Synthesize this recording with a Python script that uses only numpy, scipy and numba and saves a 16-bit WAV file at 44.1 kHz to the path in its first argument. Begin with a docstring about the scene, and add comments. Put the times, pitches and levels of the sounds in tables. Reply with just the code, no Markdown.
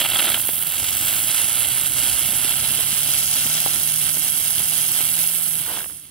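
"""A small ground firework spins on a concrete path a few metres from a hand-held stereo camera.
Its gas jet is shaped noise that roars and hisses, throbbing as the nozzle sweeps round, and it sputters out.
The spin hums in sine tones, sparks pop as short push-pull waves, and the case thumps the ground in low tones.
Grit knocks on the camera, over low flame rumble and quiet outdoor air, both made of coloured noise.
The camera's two microphone ports colour left and right very differently in the treble."""
import sys
import numpy as np
from scipy import signal
from scipy.fft import rfft, irfft, next_fast_len
from scipy.io import wavfile
from scipy.ndimage import uniform_filter1d, map_coordinates
from numba import njit

SR = 44100
rng = np.random.default_rng(int(sys.argv[2]) if len(sys.argv) > 2 else 0)


def file_out(sig):
    """Save sig as 16-bit WAV at sys.argv[1]."""
    # one column per channel
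    cols = np.atleast_2d(sig).T
    # limit, then scale
    lim = np.clip(cols, -1, 1)
    pcm = np.round(lim * 32767).astype(np.int16)
    wavfile.write(sys.argv[1], SR, pcm)


N = 269010
T = np.arange(N) / SR  # time of each sample, in s
SIZE = next_fast_len(N + 4096)  # room for filters to ring out
HZ = np.arange(SIZE // 2 + 1) * SR / SIZE + 1e-3  # just above 0, so that its log exists

# how strongly each layer of the jet throbs with the spin:
# (multiple of the spin [count], roar [dB], fizz [dB], hiss [dB])
THROB = [(1, 0.5, 1.06, 0.58), (2, 0.44, 0.9, 0.7), (3, 1.5, 2.5, -1.5), (4, 1.5, 0.8, 1.93)]
# how the jet burns: (time [s], hiss [dB], fizz [dB], roar [dB], shared part of the thin top [dB])
BURN = [(0.0, -21, -28, -26.5, -25), (.08, -23.5, -35, -29.5, -27), (.18, -19, -30, -25.5, -28),
        (.36, -21, -34, -28.5, -27), (.385, -22, -36, -34.5, -25), (.52, -22.5, -40.5, -35, -22),
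        (.68, -23.5, -37, -31.5, -25.5), (.8, -24, -32, -32, -28), (.95, -23, -29.5, -28.5, -24),
        (1.05, -22.5, -30, -28.5, -22), (1.2, -21.5, -31.5, -30.5, -23), (1.4, -19, -28, -27.5, -29),
        (1.7, -20.5, -34, -30.5, -29), (2.0, -20, -29, -29, -28), (2.7, -20.5, -32.5, -30, -27.5),
        (3.2, -20.5, -28, -30.5, -26.5), (3.65, -21.5, -28.5, -29.5, -27.5), (3.85, -20, -31.5, -33, -27),
        (4.5, -20.5, -31, -33, -27), (4.9, -20, -30.5, -32, -26), (5.2, -19.5, -30.5, -31.5, -24),
        (5.5, -22, -36, -38, -26.5), (5.62, -24, -38, -34.5, -29), (5.78, -27, -37, -36, -33),
        (5.81, -29, -42, -43, -31), (5.87, -31, -45, -49, -37), (5.95, -34.5, -48.5, -50, -43),
        (6.1, -46, -56, -55.5, -55)]
# where body, peak, fizz, hiss and thin top meet: four edges [Hz]
LAYER_EDGES_HZ = (2350, 4150, 7500, 12900)
# colour of the roar's body: (pitch [Hz], level [dB])
BODY_COLOUR = [(200, 0), (320, 3.5), (450, -4), (620, 6.5), (800, 3.5), (1050, -3), (1280, 3), (1600, -2),
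               (2300, -1)]
# sudden spits of gas while it catches and as it dies: (time [s], level [dB], rise [s])
SPITS = [(.001, -30, 0.0027), (.01, -18, 0.0042), (.048, -24, 0.0025), (.087, -30, .002),
         (.057, -18.5, 0.0025), (.117, -16.5, 0.0014), (0.133, -24, 0.0019), (.141, -28, .0015),
         (.154, -21, .0015), (.159, -20.5, 0.0024), (.168, -30, 0.0034), (.187, -23, 0.0027),
         (.193, -20, 0.0029), (0.22, -18, 0.0017), (.202, -25, .002), (.226, -22, .001), (.243, -28, .002),
         (.252, -31, 0.0015), (.269, -18.5, 0.004), (.279, -25, .002), (0.289, -25, 0.002),
         (.303, -28, .002), (0.32, -20, 0.0012), (.341, -19.5, 0.0032), (.358, -29, 0.0044),
         (0.373, -33, 0.0029), (.395, -36, 0.0023), (5.756, -35, 0.0014), (5.765, -37, .0016),
         (5.774, -35, .0014), (5.783, -37, 0.0016), (5.792, -35.5, 0.0016), (5.806, -33, 0.00092),
         (5.817, -32, 0.0013), (5.827, -34, 0.0012), (5.841, -39, 0.0018), (5.858, -40, .001),
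         (5.898, -45, .001), (5.909, -49, 0.00097)]
# lean to the left as the camera follows the firework: (time [s], fizz [dB], hiss [dB])
LEAN = [(0, -5, .5), (.15, -4, 0.5), (.52, 2.5, -1), (1.02, -6, 5.5), (1.5, -1.5, -1), (1.65, -2, 1),
        (2.14, 0.5, -1), (2.4, -2.5, -1), (2.75, -1, 0), (3.58, 2.5, 3), (3.75, 2, 0.5), (4.47, 2, -1),
        (5.72, 0, 1), (6.1, 2, 2)]
# the thin top that the ports hear in opposition, against the hiss: (time [s], level [dB])
THIN_APART = [(0, -9.5), (.35, -9.5), (.52, -12), (.7, -9), (.9, -9), (1.05, -14), (1.2, -14), (1.35, -9.5),
              (2.2, -8.5), (2.7, -10.5), (3.2, -8.5), (4.2, -10), (6.1, -9.5)]
# colour of the thin top: (pitch [Hz], shared part [dB], lift at the right port [dB])
THIN_COLOUR = [(12500, 1, 0), (13300, 4.5, 0), (14000, 2.5, 0), (14600, -1.5, 1), (15300, -4, 4),
               (16000, -6, 3)]
# speed of the spin and loudness of its hum:
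# (time [s], spin [turns per s], fourth multiple [dB], third and sixth multiples [dB])
SPIN = [(.3, 20.3, -58, -62), (.85, 23.5, -55, -51), (1.05, 25.5, -55, -47), (1.3, 27.6, -52, -49),
        (1.5, 28.8, -49, -58), (1.75, 32.2, -48, -57), (2.0, 31.4, -48, -57), (2.26, 31.2, -46, -54),
        (2.66, 33.8, -45, -53), (3.1, 35.6, -45.5, -54), (3.6, 38.5, -44.5, -52), (4.0, 39, -45.5, -55),
        (4.65, 38.9, -47, -58), (4.8, 39.4, -45.5, -49), (5.04, 39.8, -44, -49), (5.3, 40.7, -45.5, -58),
        (5.62, 39.6, -47.5, -69), (5.72, 39, -58, -72), (5.9, 38, -62, -75)]
# hum an octave under the fourth multiple: (time [s], level [dB])
LOW_HUM = [(2.5, -66), (2.8, -54), (3.6, -54), (4.3, -56), (4.6, -64), (5.4, -68), (5.7, -80)]
# third and sixth multiples of the spin, which come forward near 1 s: [count]
SIDE_HUM = (3, 6)
# level of the third and of the sixth multiple, added to their shared column of SPIN: [dB]
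SIDE_HUM_DB = (-1.5, -4)
# sparks that pop: (time [s], level [dB], pitch [Hz])
POPS = [(.491, -14.5, 400), (0.829, -25, 393), (.959, -29.5, 350), (1.142, -26, 610), (2.334, -22, 453),
        (2.792, -21, 346), (3.464, -23, 350), (3.739, -25, 701), (4.172, -23.5, 400), (4.267, -27, 600),
        (4.602, -23, 605), (5.008, -24, 347.5), (5.140, -40, 700), (5.844, -29, 387)]
# the spinning case thumps the concrete: (time [s], level [dB], pitch [Hz])
THUMPS = [(0.673, -33, 151), (0.82, -30, 91.5), (1.043, -33, 143), (1.441, -33, 116), (1.721, -36, 124),
          (1.843, -36, 132), (2.286, -34, 215), (2.434, -33.5, 118), (2.775, -36, 150), (2.924, -33, 207),
          (3.022, -37, 160), (3.452, -32, 240), (3.609, -35, 161), (4.161, -35, 170)]
# grit that strikes the camera by its left port:
# (time [s], level [dB], pitch [Hz], fall [cycles], ring against the knock [dB])
STRIKES = [(2.45, -19.5, 300, 0.36, -37), (3.6622, -7, 800, 0.81, -15)]
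# the flame's low sounds: (time [s], rumble [dB], deep buffeting of the air [dB])
FLAME = [(0, -40, -52), (.3, -38.5, -56), (.5, -44.5, -60), (.83, -42, -58), (1.1, -41.5, -56),
         (1.5, -45.5, -56), (2.2, -42, -50), (2.9, -42.5, -56), (3.7, -42, -56), (4.1, -44, -60),
         (4.6, -45, -60), (5.4, -50.5, -68), (5.7, -43, -64), (5.85, -49, -62), (6.1, -55, -62)]
# colour of the rumble: (pitch [Hz], level [dB per Hz])
RUMBLE_COLOUR = [(30, -23), (70, -2.5), (120, 0.5), (200, -4), (300, -6.5), (500, -21.5)]
# colour of the deep buffeting: (pitch [Hz], level [dB per Hz])
DEEP_COLOUR = [(20, -14), (40, -7), (65, 1), (95, -20), (200, -60)]
# colour of the outdoor air: (pitch [Hz], level [dB per Hz])
AIR_COLOUR = [(18, -47), (30, -24), (87, 5), (151, -22), (347, -4), (404, -23), (3000, -43), (3900, -66),
              (6600, -120)]
# camera ports: (pitch [Hz], left [dB], right [dB], left leads by [radians], likeness [0-1])
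PORTS = [(60, -10.5, -10, 0, 0.91), (760, -6, -5, -0.1, 0.98), (1820, 0, 3, 0.35, 0.87),
         (2460, -4, -3, 0.5, 0.9), (3154, 1, 6.5, -0.8, 0.88), (3740, -2.5, -2, 1.35, 1),
         (5100, 6.5, 0.5, 1.1, 0.7), (5600, 4.5, -0.5, 1.8, 0.7), (6300, 6.5, -2, 3.2, .7),
         (7000, 6, 1.5, 4.5, 0.7), (7870, 7, 12, 4.5, 0.5), (9200, 3, 20.5, 5, 0.94),
         (10580, 0.5, 17.5, 3.5, 0.66), (12380, 9, 15, 3.5, 0.75), (12800, 7.5, 14, 3, 0.98),
         (14000, 5, 8, 3.6, 0.94), (14900, 3.5, 3.5, 4, 0.9), (15600, 3, 4, 4.3, 0.9),
         (16000, 1.5, 1, 4.5, 0.88)]
# quick reflections off hand and camera body: (delay [ms], left share [ratio], right share [ratio])
BOUNCES = [(1.356, 0.24, 0.025), (1.659, -0.28, -0.14), (1.818, 0.15, 0.027)]
# reflections off the hand and body of the swaying camera:
# (time [s], left delay [ms], left share [ratio], right delay [ms], right share [ratio])
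HAND = [(0, 1.4, 0, .47, -.2), (.3, 1.4, 0, 0.5, -.12), (.45, 1.4, 0, .49, 0), (.6, 1.4, -.08, .49, -.15),
        (.78, 1.39, -.08, .468, -.25), (1.0, 1.39, 0, 0.43, -.33), (1.25, 1.9, -.05, 0.44, -0.13),
        (1.5, 1.5, -.05, 0.5, -.13), (1.85, 1.39, -.05, .47, -0.15), (2.2, 1.38, -0.19, 0.47, -.15),
        (2.6, 1.39, -0.045, .45, -.08), (3.0, 1.5, -.05, .45, -0.072), (3.25, 1.39, -0.029, .455, -.17),
        (3.7, 1.34, -.08, 0.458, -.1), (3.88, 1.14, -.33, 0.44, -.03), (4.2, 1.205, -0.19, .46, -0.13),
        (4.9, 1.05, -.25, 0.48, -.08), (5.2, 1.23, -.05, .46, -0.072), (5.55, 1.2, -.22, 0.46, -.08),
        (6.1, 1, -0.19, 0.46, -.1)]
# a later reflection at the left port once the camera has turned: (time [s], share [ratio])
LATE = [(2.2, 0.0063), (2.4, -.2), (3.7, -0.17), (3.9, -0.036), (4.1, -.15), (4.7, -.12), (5.0, -0.051),
        (5.3, -.18), (6.1, -.08)]
# the camera body shades the right port; the hollow moves as it turns:
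# (time [s], centre [Hz], depth [0-1])
HOLLOW = [(0, 6000, .3), (.3, 5800, .4), (.4, 5500, .7), (.52, 5200, 1), (.65, 5500, .9), (.78, 5600, .5),
          (1.0, 5500, .35), (1.25, 5700, .35), (1.5, 5300, 0.5), (2.0, 5700, 0.45), (2.5, 6300, 0.3),
          (3.1, 6300, 0.5), (3.5, 6600, 0.7), (3.9, 6700, 0.7), (5.0, 6500, .8), (6.1, 6800, .7)]
# narrow notches in each port that slide as the camera turns:
# (time [s], right centre [Hz], right depth [0-1], left centre [Hz], left depth [0-1])
NOTCH = [(0, 13200, .4, 9000, .4), (.3, 13000, .3, 9000, .3), (.42, 11900, .4, 9200, .95),
         (.7, 12400, .65, 9200, .95), (.9, 13500, .65, 9000, .4), (1.1, 13500, .7, 9000, .2),
         (1.3, 12900, .7, 9000, .75), (1.55, 12700, .35, 8900, .8), (2.0, 12400, .4, 9100, .5),
         (2.5, 13000, .3, 9700, .4), (3.2, 13300, .15, 9300, .5), (3.65, 13300, .1, 9000, .45),
         (3.85, 13200, .3, 8900, .8), (4.6, 13200, .3, 9000, .5), (5.3, 13200, .2, 9000, .3),
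         (5.6, 13200, .3, 9000, .7)]

SURGE_DB, SURGES_PER_S = 1.06, 18  # the burn surges and sags
SURGE_SETTLES_S, HISS_SURGE = 0.31, 0.37  # it evens out over this time; share of it in hiss and fizz
BODY_DB = -8  # low body of the roar against its whistling peak
UNEVEN_DB = 1.3  # scale of the roar's unevenness
FIZZ_SWAY_DB = 1.65  # the fizz also sways quickly from side to side
# roar's peak and spits sound narrow at first, wide after about 2.4 s
WIDENS_S, WIDENS_OVER_S, NARROW_DB, WIDE_DB = 2.43, 0.09, -8, 2
SPIT_BODY_DB, SPIT_BODY_SLOPE = -15.5, 0.55  # body of a spit in dB = this + slope x its level
SPIT_TOP_HZ = 3900
# a low gurgle as the charge runs out
GURGLE_S, GURGLE_WIDTH_S, GURGLE_DB, GURGLE_LOW_HZ, GURGLE_HIGH_HZ = 5.735, 0.08, -37, 250, 990
CRACKLES_PER_S, CRACKLE_FALL_S = 250, .0006  # grains of powder that flare in the jet
FOURTH, HUM_FADE_IN_S = 4, 0.39  # multiple of the spin; rise of the hum
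CRACK_DB = -0.5  # crack of a pop against its push
THUMP_RISE_S, THUMP_FALL_S = 0.0028, 0.0078
RING_LATE_S, RING_S = 0.0093, .0055  # the struck shell rings on a moment later
STRIKE_RISE_CYCLES, FAR_PORT_DB, FAR_PORT_MS = 0.36, -12, 0.61
RUMBLE_THROB_DB = 2.5  # once a turn
AIR_DB = -56.5
GROUND_MS, GROUND_DRIFT_MS = 0.2282, .003  # delay off the path under the jet, and its wander
LATE_MS = 1.66
HOLLOW_WIDTH_HZ, RIGHT_NOTCH_WIDTH_HZ, LEFT_NOTCH_WIDTH_HZ = 1440., 1100., 1200.
TOP_HZ = 15750
LEFT_ONLY = np.array([[1], [0]])
OPPOSED = np.array([[1], [-1]])  # plus on the left, minus on the right


def jet(turn):
    """Rushing gas as noise in ranges of pitch; they surge together, throb with the spin, flicker alone."""
    hiss_db, fizz_db, roar_db, top_db = curves(BURN)
    surge = walk(SURGES_PER_S)
    surge_db = SURGE_DB * unit(surge - uniform_filter1d(surge, int(SURGE_SETTLES_S * SR)))
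    hiss_db = hiss_db + HISS_SURGE * surge_db
    fizz_db = fizz_db + HISS_SURGE * surge_db
    roar_db = roar_db + surge_db

    ports = port_gains()
    waves = [np.cos(row[0] * (turn + 0.37 * walk(6.5))) for row in THROB]
    roar_throb, fizz_throb, hiss_throb = np.array(THROB)[:, 1:].T @ waves
    slow, quick, flare = walk(35), walk(160), crackle()
    uneven = 0.19 * slow + 0.22 * quick + 0.62 * walk(300) + .3 * flare
    roar_flutter = roar_throb + UNEVEN_DB * uneven
    fizz_flutter = fizz_throb + 0.9 * slow + 0.4 * quick + .6 * flare
    hiss_flutter = hiss_throb + 0.9 * slow + 0.17 * quick + 0.9 * walk(700) + 1.5 * flare

    front = roar_peak(roar_db, roar_flutter, flare, ports) + spits(flare, ports)
    body = roar_body(roar_db, roar_flutter, ports) + gurgle(ports)
    treble = fizz(fizz_db, fizz_flutter, ports) + hiss(hiss_db, hiss_flutter, ports)
    treble = treble + thin_top(top_db, hiss_db, hiss_flutter, ports)
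    return widened(front) + body + shaded(reflected(treble))


def roar_peak(level_db, flutter_db, flare, ports):
    """The whistling peak of the roar is a band of fluttering noise."""
    neck, mid = LAYER_EDGES_HZ[:2]
    return undb(level_db) * gas(flutter_db + 1.1 * walk(60) + .5 * flare, band(neck, mid), ports)


def roar_body(level_db, flutter_db, ports):
    """The fuller part of the roar is noise below its peak."""
    return undb(level_db + BODY_DB) * gas(flutter_db + 0.89 * walk(70), body_gain(), ports)


def body_gain():
    """Gain per frequency of the roar's body."""
    return band(100, LAYER_EDGES_HZ[0]) * undb(over_hz(BODY_COLOUR)[0])


def fizz(level_db, flutter_db, ports):
    """Fizzing gas is noise above the roar, leaning and swaying from side to side."""
    mid, high = LAYER_EDGES_HZ[1:3]
    lean_db = curves(LEAN)[0] + FIZZ_SWAY_DB * walk(12)
    noise = gas(flutter_db + 1.1 * walk(90), band(mid, high), ports)
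    return noise * undb(level_db + OPPOSED / 2 * lean_db)


def hiss(level_db, flutter_db, ports):
    """Hissing gas is noise above the fizz; its left side grows and fades with the lean."""
    high, top = LAYER_EDGES_HZ[2:]
    lean_db = curves(LEAN)[1]
    noise = gas(flutter_db + 0.21 * walk(60), band(high, top), ports)
    return noise * undb(level_db + LEFT_ONLY * lean_db)


def thin_top(shared_level_db, hiss_db, flutter_db, ports):
    """The thinnest noise: the ports nearly oppose each other and cancel more or less as the camera turns."""
    left, right = gas(flutter_db + 1.1 * walk(70), band(LAYER_EDGES_HZ[3], SR / 2, order=16), ports)
    colour_db, lift_db = over_hz(THIN_COLOUR)
    shared = undb(shared_level_db) * shaped(left + right, undb(colour_db))
    apart = undb(hiss_db + curves(THIN_APART)[0]) * (left - right)
    thin = shared + OPPOSED * apart
    thin[1] = shaped(thin[1], undb(lift_db))
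    return thin


def spits(flare, ports):
    """Sudden spits of gas are bursts of noise with a peak and a body, quick to rise and soon gone."""
    peak_bumps, body_bumps = np.zeros(N), np.zeros(N)
    for s, db, rise_s in SPITS:
        start = int(s * SR)
        age = np.arange(2000) / SR / rise_s
        bump = age * np.exp(1 - age)  # reaches 1 after the rise time
        peak_bumps[start:start + 2000] += undb(db) * bump
        # the body grows more slowly than the peak
        body_bumps[start:start + 2000] += undb(SPIT_BODY_DB + SPIT_BODY_SLOPE * db) * bump
    grit_db = 1.4 * walk(460) + .7 * flare
    peak_range = band(LAYER_EDGES_HZ[0], SR / 2) * band(1, SPIT_TOP_HZ, order=16)
    body_range = body_gain() * band(150, 1900, order=1)
    return peak_bumps * gas(grit_db, peak_range, ports) + body_bumps * gas(grit_db, body_range, ports)


def gurgle(ports):
    """As the charge runs out, low noise swells briefly and flutters unevenly."""
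    swell = undb(GURGLE_DB) * np.exp(-((T - GURGLE_S) / GURGLE_WIDTH_S) ** 4)
    return swell * gas(3.1 * walk(120), band(GURGLE_LOW_HZ, GURGLE_HIGH_HZ, order=2), ports)


def crackle():
    """Grains of powder flare at random: random size, sudden rise and quick fall; spread 1."""
    flares = (rng.random(N) < CRACKLES_PER_S / SR) * (.4 + rng.random(N))
    keep = np.exp(-1 / (CRACKLE_FALL_S * SR))
    flares = signal.lfilter([1], [1, -keep], uniform_filter1d(flares, size=5))
    return unit(flares - flares.mean())


def gas(flutter_db, passed, ports):
    """Turbulent noise in one range of pitch, its loudness fluttering around a steady mean."""
    flutter = undb(flutter_db)
    flutter = flutter / np.sqrt(uniform_filter1d(flutter ** 2, SR // 14))
    noise = rfft(rng.standard_normal((3, N)) * flutter, SIZE)
    alike, alone = ports
    heard = alike * noise[0] + alone * noise[1:]
    return unit(irfft(heard * passed, SIZE)[:, :N])


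def hum(turn, fourth_db, side_db):
    """The sweeping flame pumps the air at multiples of the spin."""
    lines = [(FOURTH, fourth_db), (FOURTH / 2, curves(LOW_HUM)[0])]
    lines += [(multiple, side_db + db) for multiple, db in zip(SIDE_HUM, SIDE_HUM_DB)]
    tones = np.zeros(N)
    for multiple, db in lines:
        tones += undb(db + 1.1 * walk(12)) * np.sin(multiple * turn + 0.3 * walk(6))
    fade_in = np.clip((T - SPIN[0][0]) / HUM_FADE_IN_S, 0, 1)
    return np.sqrt(2) * tones * fade_in  # sqrt 2: table levels are rms


def pops(cycles=0.22):
    """Each pop is a push and a pull of air about one cycle long, with a brighter crack."""
    out = np.zeros(N)
    age = np.arange(-200, 200) / SR
    crack = np.sin(2 * np.pi * 2300 * age) * np.exp(-(age / 0.00031) ** 2)
    for s, db, hz in POPS:
        push = -np.sin(2 * np.pi * hz * age) * np.exp(-(hz * age / cycles) ** 2)
        start = int(s * SR) - 200
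        out[start:start + len(age)] += undb(db) * (push - undb(CRACK_DB) * crack)
    bounces = sum((a + b) / 2 * np.roll(out, int(ms * SR / 1000)) for ms, a, b in BOUNCES)
    return out + bounces


def thumps():
    """The case hits the ground: dull low knocks, quick to rise and dying away."""
    out, age = np.zeros(N), np.arange(3000) / SR
    shape = (1 - np.exp(-age / THUMP_RISE_S)) * np.exp(-age / THUMP_FALL_S)
    shape = shape / shape.max()
    for s, db, hz in THUMPS:
        out[int(s * SR):][:len(age)] += undb(db) * shape * np.sin(2 * np.pi * hz * age)
    return out


def strikes():
    """Grit gives a short knock and a ring, loud in the near port, weaker and later in the far one."""
    near = np.zeros(N)
    age = np.arange(-200, 1200) / SR
    ring = np.exp(-((age - RING_LATE_S) / RING_S) ** 4)
    for s, db, hz, fall_cycles, ring_db in STRIKES:
        start = int(s * SR) - 200
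        knock = np.exp(-(hz * age / np.where(age < 0, STRIKE_RISE_CYCLES, fall_cycles)) ** 2)
        strike = np.cos(2 * np.pi * hz * age) * (knock + undb(ring_db) * ring)
        near[start:start + len(age)] -= undb(db) * strike
    far = undb(FAR_PORT_DB) * np.roll(near, int(FAR_PORT_MS * SR / 1000))
    return np.array([near, far])


def rumble(turn):
    """The flame's rumble, fluttering with the spin, and a deeper buffeting under it."""
    flame_db, deep_db = curves(FLAME)
    flame_db = flame_db + RUMBLE_THROB_DB * np.cos(turn) + 2.4 * walk(29.86)
    deep_db = deep_db + 2.1 * walk(8)
    return undb(flame_db) * lows(RUMBLE_COLOUR, -17) + undb(deep_db) * lows(DEEP_COLOUR, -8)


def air():
    """Quiet outdoor air is steady, mostly low noise."""
    return undb(AIR_DB) * lows(AIR_COLOUR, -21)


def lows(colour, side_db):
    """Bass noise of a given colour, nearly the same on both sides."""
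    mid, side = shaped(rng.standard_normal((2, N)), undb(over_hz(colour)[0]))
    return unit(mid + undb(side_db) * side * OPPOSED)


def port_gains():
    """Gain per frequency of each port for sound both hear alike and for sound each hears alone."""
    left_db, right_db, lead, like = over_hz(PORTS)
    colour = undb([left_db, right_db]) * np.exp(.5j * OPPOSED * lead)
    bounce = sum(np.array([[a], [b]]) * np.exp(-2j * np.pi * HZ * ms / 1000) for ms, a, b in BOUNCES)
    bounce = 1 + bounce * band(1, 5600, order=2)  # the soft hand swallows the treble
    return np.sqrt(like) * colour * bounce, np.sqrt(1 - like) * colour


def widened(front):
    """The stereo width of the roar's peak and spits grows."""
    opened = (1 + np.tanh((T - WIDENS_S) / WIDENS_OVER_S)) / 2
    width_db = NARROW_DB + (WIDE_DB - NARROW_DB) * opened
    middle = front.mean(axis=0)
    return middle + undb(width_db) * (front - middle)


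def reflected(treble):
    """The path, the hand and the camera body send back delayed copies of the treble."""
    ground_ms = GROUND_MS + GROUND_DRIFT_MS * walk(2.6)
    treble = echo(treble, [ground_ms] * 2, (-.15, -.35))  # minus: upside down
    left_ms, left_share, right_ms, right_share = curves(HAND)
    treble = echo(treble, (left_ms, right_ms), (left_share, right_share))
    treble[0] += curves(LATE)[0] * np.roll(treble[0], int(LATE_MS * SR / 1000))
    return treble


def shaded(treble):
    """The camera body hollows out the right port, and a sliding notch thins each port."""
    left, right = treble
    hollow_hz, hollow_depth = curves(HOLLOW)
    right_hz, right_depth, left_hz, left_depth = curves(NOTCH)
    right = dip(right, hollow_hz, HOLLOW_WIDTH_HZ, hollow_depth)
    right = dip(right, right_hz, RIGHT_NOTCH_WIDTH_HZ, right_depth)
    left = dip(left, left_hz, LEFT_NOTCH_WIDTH_HZ, left_depth)
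    return np.array([left, right])


def echo(x, delay_ms, share):
    """Adds to each side a copy read from a moving place in the past."""
    copies = []
    for side, ms, gain in zip(x, delay_ms, share):
        place = np.arange(N) - ms * SR / 1000
        copies.append(gain * map_coordinates(side, [place], order=3))
    return x + np.array(copies)


@njit
def dip(x, hz, width_hz, depth):
    """Takes a share out of a moving band, found by a two-memory band filter."""
    y, band_memory, low_memory = np.empty(len(x)), 0., 0.
    for i in range(len(x)):
        g, k = np.tan(np.pi * hz[i] / SR), width_hz / hz[i]
        v = (band_memory + g * (x[i] - low_memory)) / (1 + g * (g + k))
        band_memory = 2 * v - band_memory
        low_memory = low_memory + 2 * g * v
        y[i] = x[i] - depth[i] * k * v
    return y


def undb(db):
    """Gain of a level in dB."""
    return 10 ** (np.asarray(db) / 20)


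def curves(table):
    """Columns of a table joined by straight lines in time."""
    s, *columns = np.transpose(table)
    return [np.interp(T, s, c) for c in columns]


def over_hz(table):
    """Columns of a table joined by straight lines on a log-frequency axis."""
    hz, *columns = np.transpose(table)
    return [np.interp(np.log(HZ), np.log(hz), c) for c in columns]


def shaped(x, gain):
    """Filter by a gain per frequency."""
    return irfft(rfft(x, SIZE) * gain, SIZE)[..., :N]


def band(lo_hz, hi_hz, order=8):
    """Gain of a pass band with soft edges."""
    return 1 / np.sqrt((1 + (lo_hz / HZ) ** (2 * order)) * (1 + (HZ / hi_hz) ** (2 * order)))


def walk(rate):
    """Random levels, rate of them per second, smoothed twice into a wandering curve; spread 1."""
    hold = int(SR / rate)
    steps = np.repeat(rng.standard_normal(N // hold + 1), hold)
    smooth = uniform_filter1d(uniform_filter1d(steps, hold), hold)[:N]
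    return smooth / smooth.std()


def unit(x):
    """Scaled to rms 1."""
    return x / np.sqrt(np.mean(x ** 2))


def scene():
    """Jet, hum, pops, thumps, strikes and rumble over quiet outdoor air."""
    spin_hz, fourth_db, side_db = curves(SPIN)
    turn = 2 * np.pi * np.cumsum(spin_hz) / SR  # angle of the spin, in radians
    centre = hum(turn, fourth_db, side_db) + pops() + thumps()
    centre = centre * undb([[-.4], [.4]])  # a touch louder on the right
    return jet(turn) + centre + strikes() + rumble(turn) + air()


def record(dry):
    """The camera rounds the highest peaks and cuts the top."""
    rounded = np.tanh(.8 * dry) / .8
    top_cut = signal.ellip(12, .2, 75, TOP_HZ, fs=SR, output="sos")
    return signal.sosfilt(top_cut, rounded)


dry = scene()
out = record(dry)
file_out(out)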